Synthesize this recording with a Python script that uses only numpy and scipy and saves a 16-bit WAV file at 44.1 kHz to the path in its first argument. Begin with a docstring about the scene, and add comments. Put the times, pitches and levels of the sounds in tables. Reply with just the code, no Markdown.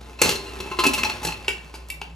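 """Low mains hum and room noise are heard first, with faint rubbing; then a pressure cooker's lid arrives.
The aluminium lid knocks the rim, scrapes round and is pulled up into its seat; late on, two handles click.
Knocks and clicks are short blows that set off fading tones (modes), plus a noisy crackle. Rubbing is gritty
noise through the pot's modes, with a wavering tone for the air inside, which sinks in pitch as the lid closes.
A tiled kitchen answers with fading noise echoes; left and right differ in phase, most in the treble."""
import sys
import numpy as np
from scipy import signal
from scipy.fft import rfft, irfft, next_fast_len
from scipy.io import wavfile
from scipy.ndimage import map_coordinates

SR = 44100
rng = np.random.default_rng(int(sys.argv[2]) if len(sys.argv) > 2 else 0)


def digitize_waveform(pressure):
    """Quantize a signal to 16-bit integers and store it at the path in sys.argv[1].

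    Rows of a 2-D input are taken as channels; values are limited to [-1, 1].
    """
    field = np.atleast_2d(pressure).T
    bounded = np.clip(field, -1, 1)
    quanta = np.round(bounded * 32767).astype(np.int16)
    wavfile.write(sys.argv[1], SR, quanta)


N = 94815  # length in samples

# Room noise colour: f/Hz, level/dB (only the shape counts)
ROOM_NOISE_COLOUR = [(45, 10), (100, -6.5), (300, 8), (1000, -2.5), (3000, -33), (8000, -43), (16000, -25)]
# How alike left and right are in echoes and room noise, treble is the same in both: f/Hz, likeness (1 = same)
LEFT_RIGHT_LIKENESS = [(60, 0.74), (300, 0.56), (1500, 0.098), (3000, 0.16), (6500, 1)]
# Strength of the rubbing: t/s, metal level/dB, air level/dB
SCRAPE_LEVELS = [(0, -44.5, -58), (.19, -47.5, -48), (.24, -22, -25), (.38, -37.5, -44), (.77, -39, -39.5),
                 (.95, -33.5, -63), (1.2, -36.5, -82), (1.42, -43, -53), (2.15, -55.5, -55)]
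# Colour of the grit that rubs the metal: f/Hz, level/dB
GRIT_COLOUR = [(100, 11), (1000, -2), (3000, -8), (7000, -17.5), (16000, -21)]
# Ringing modes of the pot: f/Hz, level/dB, time to fade by 60 dB/s
POT_MODES = [(370, -6.5, 0.1), (855.6, -1, 0.13), (1037.4, -0.5, 0.24), (1297, -4, 0.043),
             (2116, -7.5, 0.095), (2420, -9, 0.063), (2635, 4.5, 0.12), (2775, -7.5, 0.21),
             (4106, -2, 0.057), (4277, -2.5, 0.2), (5706, 2.5, 0.017)]
# Tone of the air in the pot: t/s, f/Hz, level when knocked/dB
AIR_TONE = [(0.222, 445.5, 4), (0.4, 400, 8), (0.781, 366.9, 8), (0.821, 342, -4), (0.866, 260.4, 7),
            (0.998, 241, -3.5), (1.248, 161.2, -6.5)]
# How long the kitchen's echoes last: f/Hz, time to fade by 60 dB/s
KITCHEN_FADE = [(150, 0.29), (2000, 0.37), (15000, 0.2)]
# Lid on pot: t/s, free ringing time/s, then drive/dB around each frequency of KNOCK_REGIONS
LID_KNOCKS = [(0.19, 0.075, -66, -43, -37.5, -33.5, -37, -52.5),
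              (0.216, 0.0086, -7.5, -19.5, -19.5, -18, -18.5, -20),
              (0.232, 0.23, -22, -31, -30, -28, -17.5, -30.5),
              (0.291, 0.0089, -26, -27, -25, -27, -24, -28.5),
              (0.352, 0.021, -28.5, -55, -64, -51, -30, -43.5),
              (0.463, 0.09, -40, -66, -49, -47.5, -44, -57),
              (0.602, 0.0087, -33, -36.5, -32, -37.5, -35, -47),
              (0.659, 0.046, -34.5, -31.5, -37, -41.5, -68, -62),
              (0.714, 0.024, -34, -33.5, -26.5, -32, -38.5, -60),
              (0.788, 0.047, -22, -27, -11.5, -25.5, -23, -36),
              (0.837, 0.018, -18, -25, -16.5, -19, -25.5, -32.5),
              (0.852, 0.019, -17, -15.5, -25.5, -19.5, -37, -40),
              (0.865, 0.012, -15.5, -43, -55, -22, -26, -28),
              (0.934, 0.038, -29.5, -25.5, -37, -24, -28.5, -30.5),
              (0.978, 0.045, -26, -34, -24.5, -27.5, -29, -37.5),
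              (1.033, 0.0046, -19.5, -34, -24, -16, -30.5, -38.5),
              (1.046, 0.02, -33, -19.5, -31, -32, -25.5, -41.5),
              (1.097, 0.0045, -25, -32, -28.5, -30.5, -30.5, -43),
              (1.23, 0.043, -23, -26.5, -37.5, -39, -39, -38.5),
              (1.249, 0.0055, -20, -28, -26.5, -33.5, -30.5, -32.5),
              (1.268, 0.019, -20, -30, -48, -32.5, -29.5, -39),
              (1.285, 0.011, -24.5, -27.5, -30, -27.5, -50, -49),
              (1.321, 0.0065, -45, -47, -37, -31.5, -38, -53)]
# Regions that a knock drives: f/Hz
KNOCK_REGIONS = [400, 860, 1040, 2635, 4200, 8000]
# As the lid turns, extra drive near TWIN_HZ, added to the knock's own drive there: t/s, level/dB
TWIN_DRIVE = [(.22, -5), (.35, 19.5), (.72, 10), (.8, 7.5), (.84, -2), (1.03, 2.5)]
# Handle on handle: t/s, free ringing time/s, then drive/dB around each frequency of CLICK_REGIONS
HANDLE_CLICKS = [(1.445, 0.014, -44, -38, -38.5, -38, -66.5), (1.481, 0.0043, -18, -22, -12.5, -23, -34.5),
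                 (1.489, 0.0072, -24.5, -23, -21.5, -37, -32), (1.74, 0.053, -29, -39, -36, -35.5, -42.5),
                 (1.886, 0.0066, -73, -60, -51, -47, -44.5), (1.901, 0.0063, -88, -26.5, -27, -38, -28),
                 (2.015, 0.0045, -24.5, -30.5, -21.5, -35, -48), (2.02, .006, -38, -46, -26, -53, -70)]
# Regions that a click drives: f/Hz
CLICK_REGIONS = [900, 2290, 2720, 4500, 11000]
# Ringing modes of the handles: f/Hz, level/dB, time to fade by 60 dB/s
HANDLE_MODES = [(393, -3, 0.05), (875, 0, 0.023), (1501, -1.5, 0.028), (2295, -1.5, 0.1), (2682, 1, 0.021),
                (4250, -21, 0.02), (4844, -8, 0.04)]
# Balance of the direct pot sound: f/Hz, left over right/dB
LEFT_LEAN = [(100, -2.5), (1040, 1), (5000, 2), (8000, 0)]
# Phase between left and right: f/Hz, left ahead of right/radians
LEFT_RIGHT_PHASE = [(1900, 0.9446), (7400, 0.5), (9000, -5), (11200, -4), (13500, -11.5), (16000, -20.5)]
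# Tone of the microphone: f/Hz, level/dB
MIC_TONE = [(20, -34), (55, -5.5), (10000, 3), (13000, -2), (16000, -26)]

HUM_HZ, HUM_DB, ROOM_NOISE_DB = 59.6, -38, -52  # typical levels, ahead of the microphone
KITCHEN_DB = -4  # gain of the kitchen's answer
AIR_T60 = 0.068  # s, fade by 60 dB of the knocked air
TWIN_HZ = 2780
CHATTER_SHARE = 0.39  # part of the free ringing time before the chatter fades
FIRST_BLOW_SHARE = 0.8  # part of the push's energy in the first contact; chatter has the rest
CRACK_LOW_HZ = 400  # the crackle thins below this
TOP_HZ = 16800  # nothing is kept from here up


def amp(db):
    """Decibels to a plain gain."""
    return 10 ** (np.asarray(db) / 20)


def unit(x):
    """Scale a sound to an average (RMS) strength of 1."""
    return x / np.sqrt(np.mean(x ** 2) + 1e-20)


def along(points, hz):
    """Read a table of (f/Hz, value) points, with frequency on a log axis."""
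    f, values = np.transpose(points)
    return np.interp(np.log(hz + 1), np.log(f + 1), values)


def curves(rows):
    """Turn each column after the time into one value per sample."""
    times, *columns = np.transpose(rows)
    return [np.interp(np.arange(N) / SR, times, column) for column in columns]


def wobble(rate):
    """A smooth random curve through `rate` random points a second."""
    points = rng.standard_normal(int(N * rate / SR) + 4)
    return map_coordinates(points, [np.arange(N) * rate / SR])


def filtered(x, response):
    """Multiply the spectrum of x by a response that depends on frequency."""
    size = next_fast_len(x.shape[-1] + SR // 2)
    spectrum = rfft(x, size) * response(np.fft.rfftfreq(size, 1 / SR))
    return irfft(spectrum, size)[..., :x.shape[-1]]


def ring(f, hz, db, t60):
    """Response of one mode, a fading tone that a unit blow starts at level db."""
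    damping = np.log(1000) / np.pi / t60
    return amp(db) * SR / (2 * np.pi) * 1j * f / (hz * hz - f * f + 1j * f * damping)


def spread(pair):
    """Mix two unrelated signals into a left and right that are partly alike, and the same in the treble."""
    def mix(hz):
        angle = np.arccos(np.clip(along(LEFT_RIGHT_LIKENESS, hz), -1, 1)) / 2
        return np.array([np.cos(angle), np.sin(angle)])

    mid, side = filtered(pair, mix)
    return np.array([mid + side, mid - side])


def background():
    """Mains hum is a sine, slightly unsteady in level and phase; room noise is coloured random noise."""
    phase = 2 * np.pi * HUM_HZ * np.arange(N) / SR + 0.12 * wobble(10)
    hum = np.sqrt(2) * amp(HUM_DB + 2.3 * wobble(11.12)) * np.sin(phase)
    noise = filtered(rng.standard_normal((2, N)), lambda hz: amp(along(ROOM_NOISE_COLOUR, hz)))
    return hum + amp(ROOM_NOISE_DB + 1.1 * wobble(2.51)) * unit(spread(noise))


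def scrape():
    """Gritty rubbing rings the pot's modes; the air in the pot sounds along as a narrow wavering tone."""
    def metal_response(f):
        direct_grit = amp(43.5)
        ringing = sum(ring(f, *mode) for mode in POT_MODES)
        return amp(along(GRIT_COLOUR, f)) * (direct_grit + ringing)

    metal_db, air_db = curves(SCRAPE_LEVELS)
    grit = rng.standard_normal(N) * amp(3.5 * wobble(300))
    metal = filtered(grit, metal_response)
    air_hz = curves(AIR_TONE)[0] * (1 + 0.0504 * wobble(60))
    air = np.sin(2 * np.pi * np.cumsum(air_hz) / SR) * amp(4.6 * wobble(30.1))
    return amp(metal_db) * unit(metal) + amp(air_db) * unit(air)


def kitchen(x):
    """Echoes as noise tails, each frequency fading at its own speed; each stretch of sound gets a new tail."""
    out = np.zeros((2, N + 2 * SR))
    step, delay = SR // 12, 250  # samples
    for start in range(0, N, step):
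        hz, t, noise = signal.stft(rng.standard_normal((2, SR // 2)), SR, nperseg=256)
        fade = amp(-60 * t / along(KITCHEN_FADE, hz)[:, None])
        tail = signal.istft(noise * fade, SR, nperseg=256)[1]
        tail = tail / np.linalg.norm(tail[0])
        wet = signal.fftconvolve(x[None, start:start + step], tail, axes=1)
        out[:, start + delay:][:, :wet.shape[1]] += wet
    return spread(out[:, :N])


def blow(out, s, free_s, drive, modes, crack_db, rise_s, follows, chatter_t60, muffled_t60):
    """A first blow and a short chatter ring the modes and crackle; after free_s the touching parts muffle it."""
    t = np.arange(SR // 2) / SR
    rise = 1 - np.exp(-t / rise_s)
    chatter_fade = amp(-60 * np.maximum(t - CHATTER_SHARE * free_s, 0) / chatter_t60)
    chatter = rng.standard_normal(len(t)) * rise * chatter_fade
    chatter = chatter / np.linalg.norm(chatter)
    first_contact = t == 0
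    push = np.sqrt(1 - FIRST_BLOW_SHARE) * chatter + np.sqrt(FIRST_BLOW_SHARE) * first_contact

    # Each blow drives each mode a little differently
    scatter_db = 1.5 * rng.standard_normal(len(modes))
    driven = [(hz, db + along(drive, hz) + extra, t60)
              for (hz, db, t60), extra in zip(modes, scatter_db)]
    tone = filtered(push, lambda f: sum(ring(f, *mode) for mode in driven))

    # The crackle's colour partly follows the drive, starting from its highest region
    top_db = drive[-1][1]

    def crack_response(f):
        colour_db = crack_db + top_db + follows * (along(drive, f) - top_db)
        return amp(colour_db) * f / np.hypot(f, CRACK_LOW_HZ)

    crack = filtered(chatter, crack_response)
    muffle = amp(-60 * np.maximum(t - free_s, 0) / muffled_t60)
    return out + np.pad(tone * rise * muffle + crack, (round(s * SR), N))[:N]


def lid():
    """Every knock rings the pot and the air in it, whose pitch sinks as the lid closes."""
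    out = np.zeros(N)
    times, air_hz, air_db = np.transpose(AIR_TONE)
    for s, free_s, *drive_db in LID_KNOCKS:
        air_mode = (np.interp(s, times, air_hz), np.interp(s, times, air_db), AIR_T60)
        drive = list(zip(KNOCK_REGIONS, drive_db))
        twin_db = along(drive, TWIN_HZ) + np.interp(s, *np.transpose(TWIN_DRIVE))
        drive = sorted(drive + [(TWIN_HZ, twin_db)])
        out = blow(out, s, free_s, drive, POT_MODES + [air_mode], crack_db=34, rise_s=0.00066,
                   follows=0.61, chatter_t60=0.042, muffled_t60=0.011)
    return out


def handles():
    """Handle knocking handle: blows ring the handles' modes as short dry clicks."""
    out = np.zeros(N)
    for s, free_s, *drive_db in HANDLE_CLICKS:
        drive = list(zip(CLICK_REGIONS, drive_db))
        out = blow(out, s, free_s, drive, HANDLE_MODES, crack_db=26, rise_s=0.00034,
                   follows=0.88, chatter_t60=0.02, muffled_t60=0.081)
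    return out


def scene():
    """Add the direct pot sound, the kitchen's answer to it, and the background."""
    pot = lid() + scrape() + handles()
    halves = np.array([[.5], [-.5]])  # half the lean up on the left, half down on the right
    near = filtered(pot, lambda hz: amp(along(LEFT_LEAN, hz) * halves))
    return near + amp(KITCHEN_DB) * kitchen(pot) + background()


def record(dry):
    """Left and right differ in phase, most in the treble; the microphone thins both ends, with none from TOP_HZ."""
    def response(hz):
        # Below the first table point the phase shrinks evenly to zero
        shrink = np.minimum(hz / LEFT_RIGHT_PHASE[0][0], 1)
        phase = np.interp(hz, *np.transpose(LEFT_RIGHT_PHASE)) * shrink
        turn = np.exp(.5j * phase * np.array([[1], [-1]]))
        return turn * amp(along(MIC_TONE, hz)) * (hz < TOP_HZ)

    return filtered(dry, response)


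dry = scene()
out = record(dry)
digitize_waveform(out)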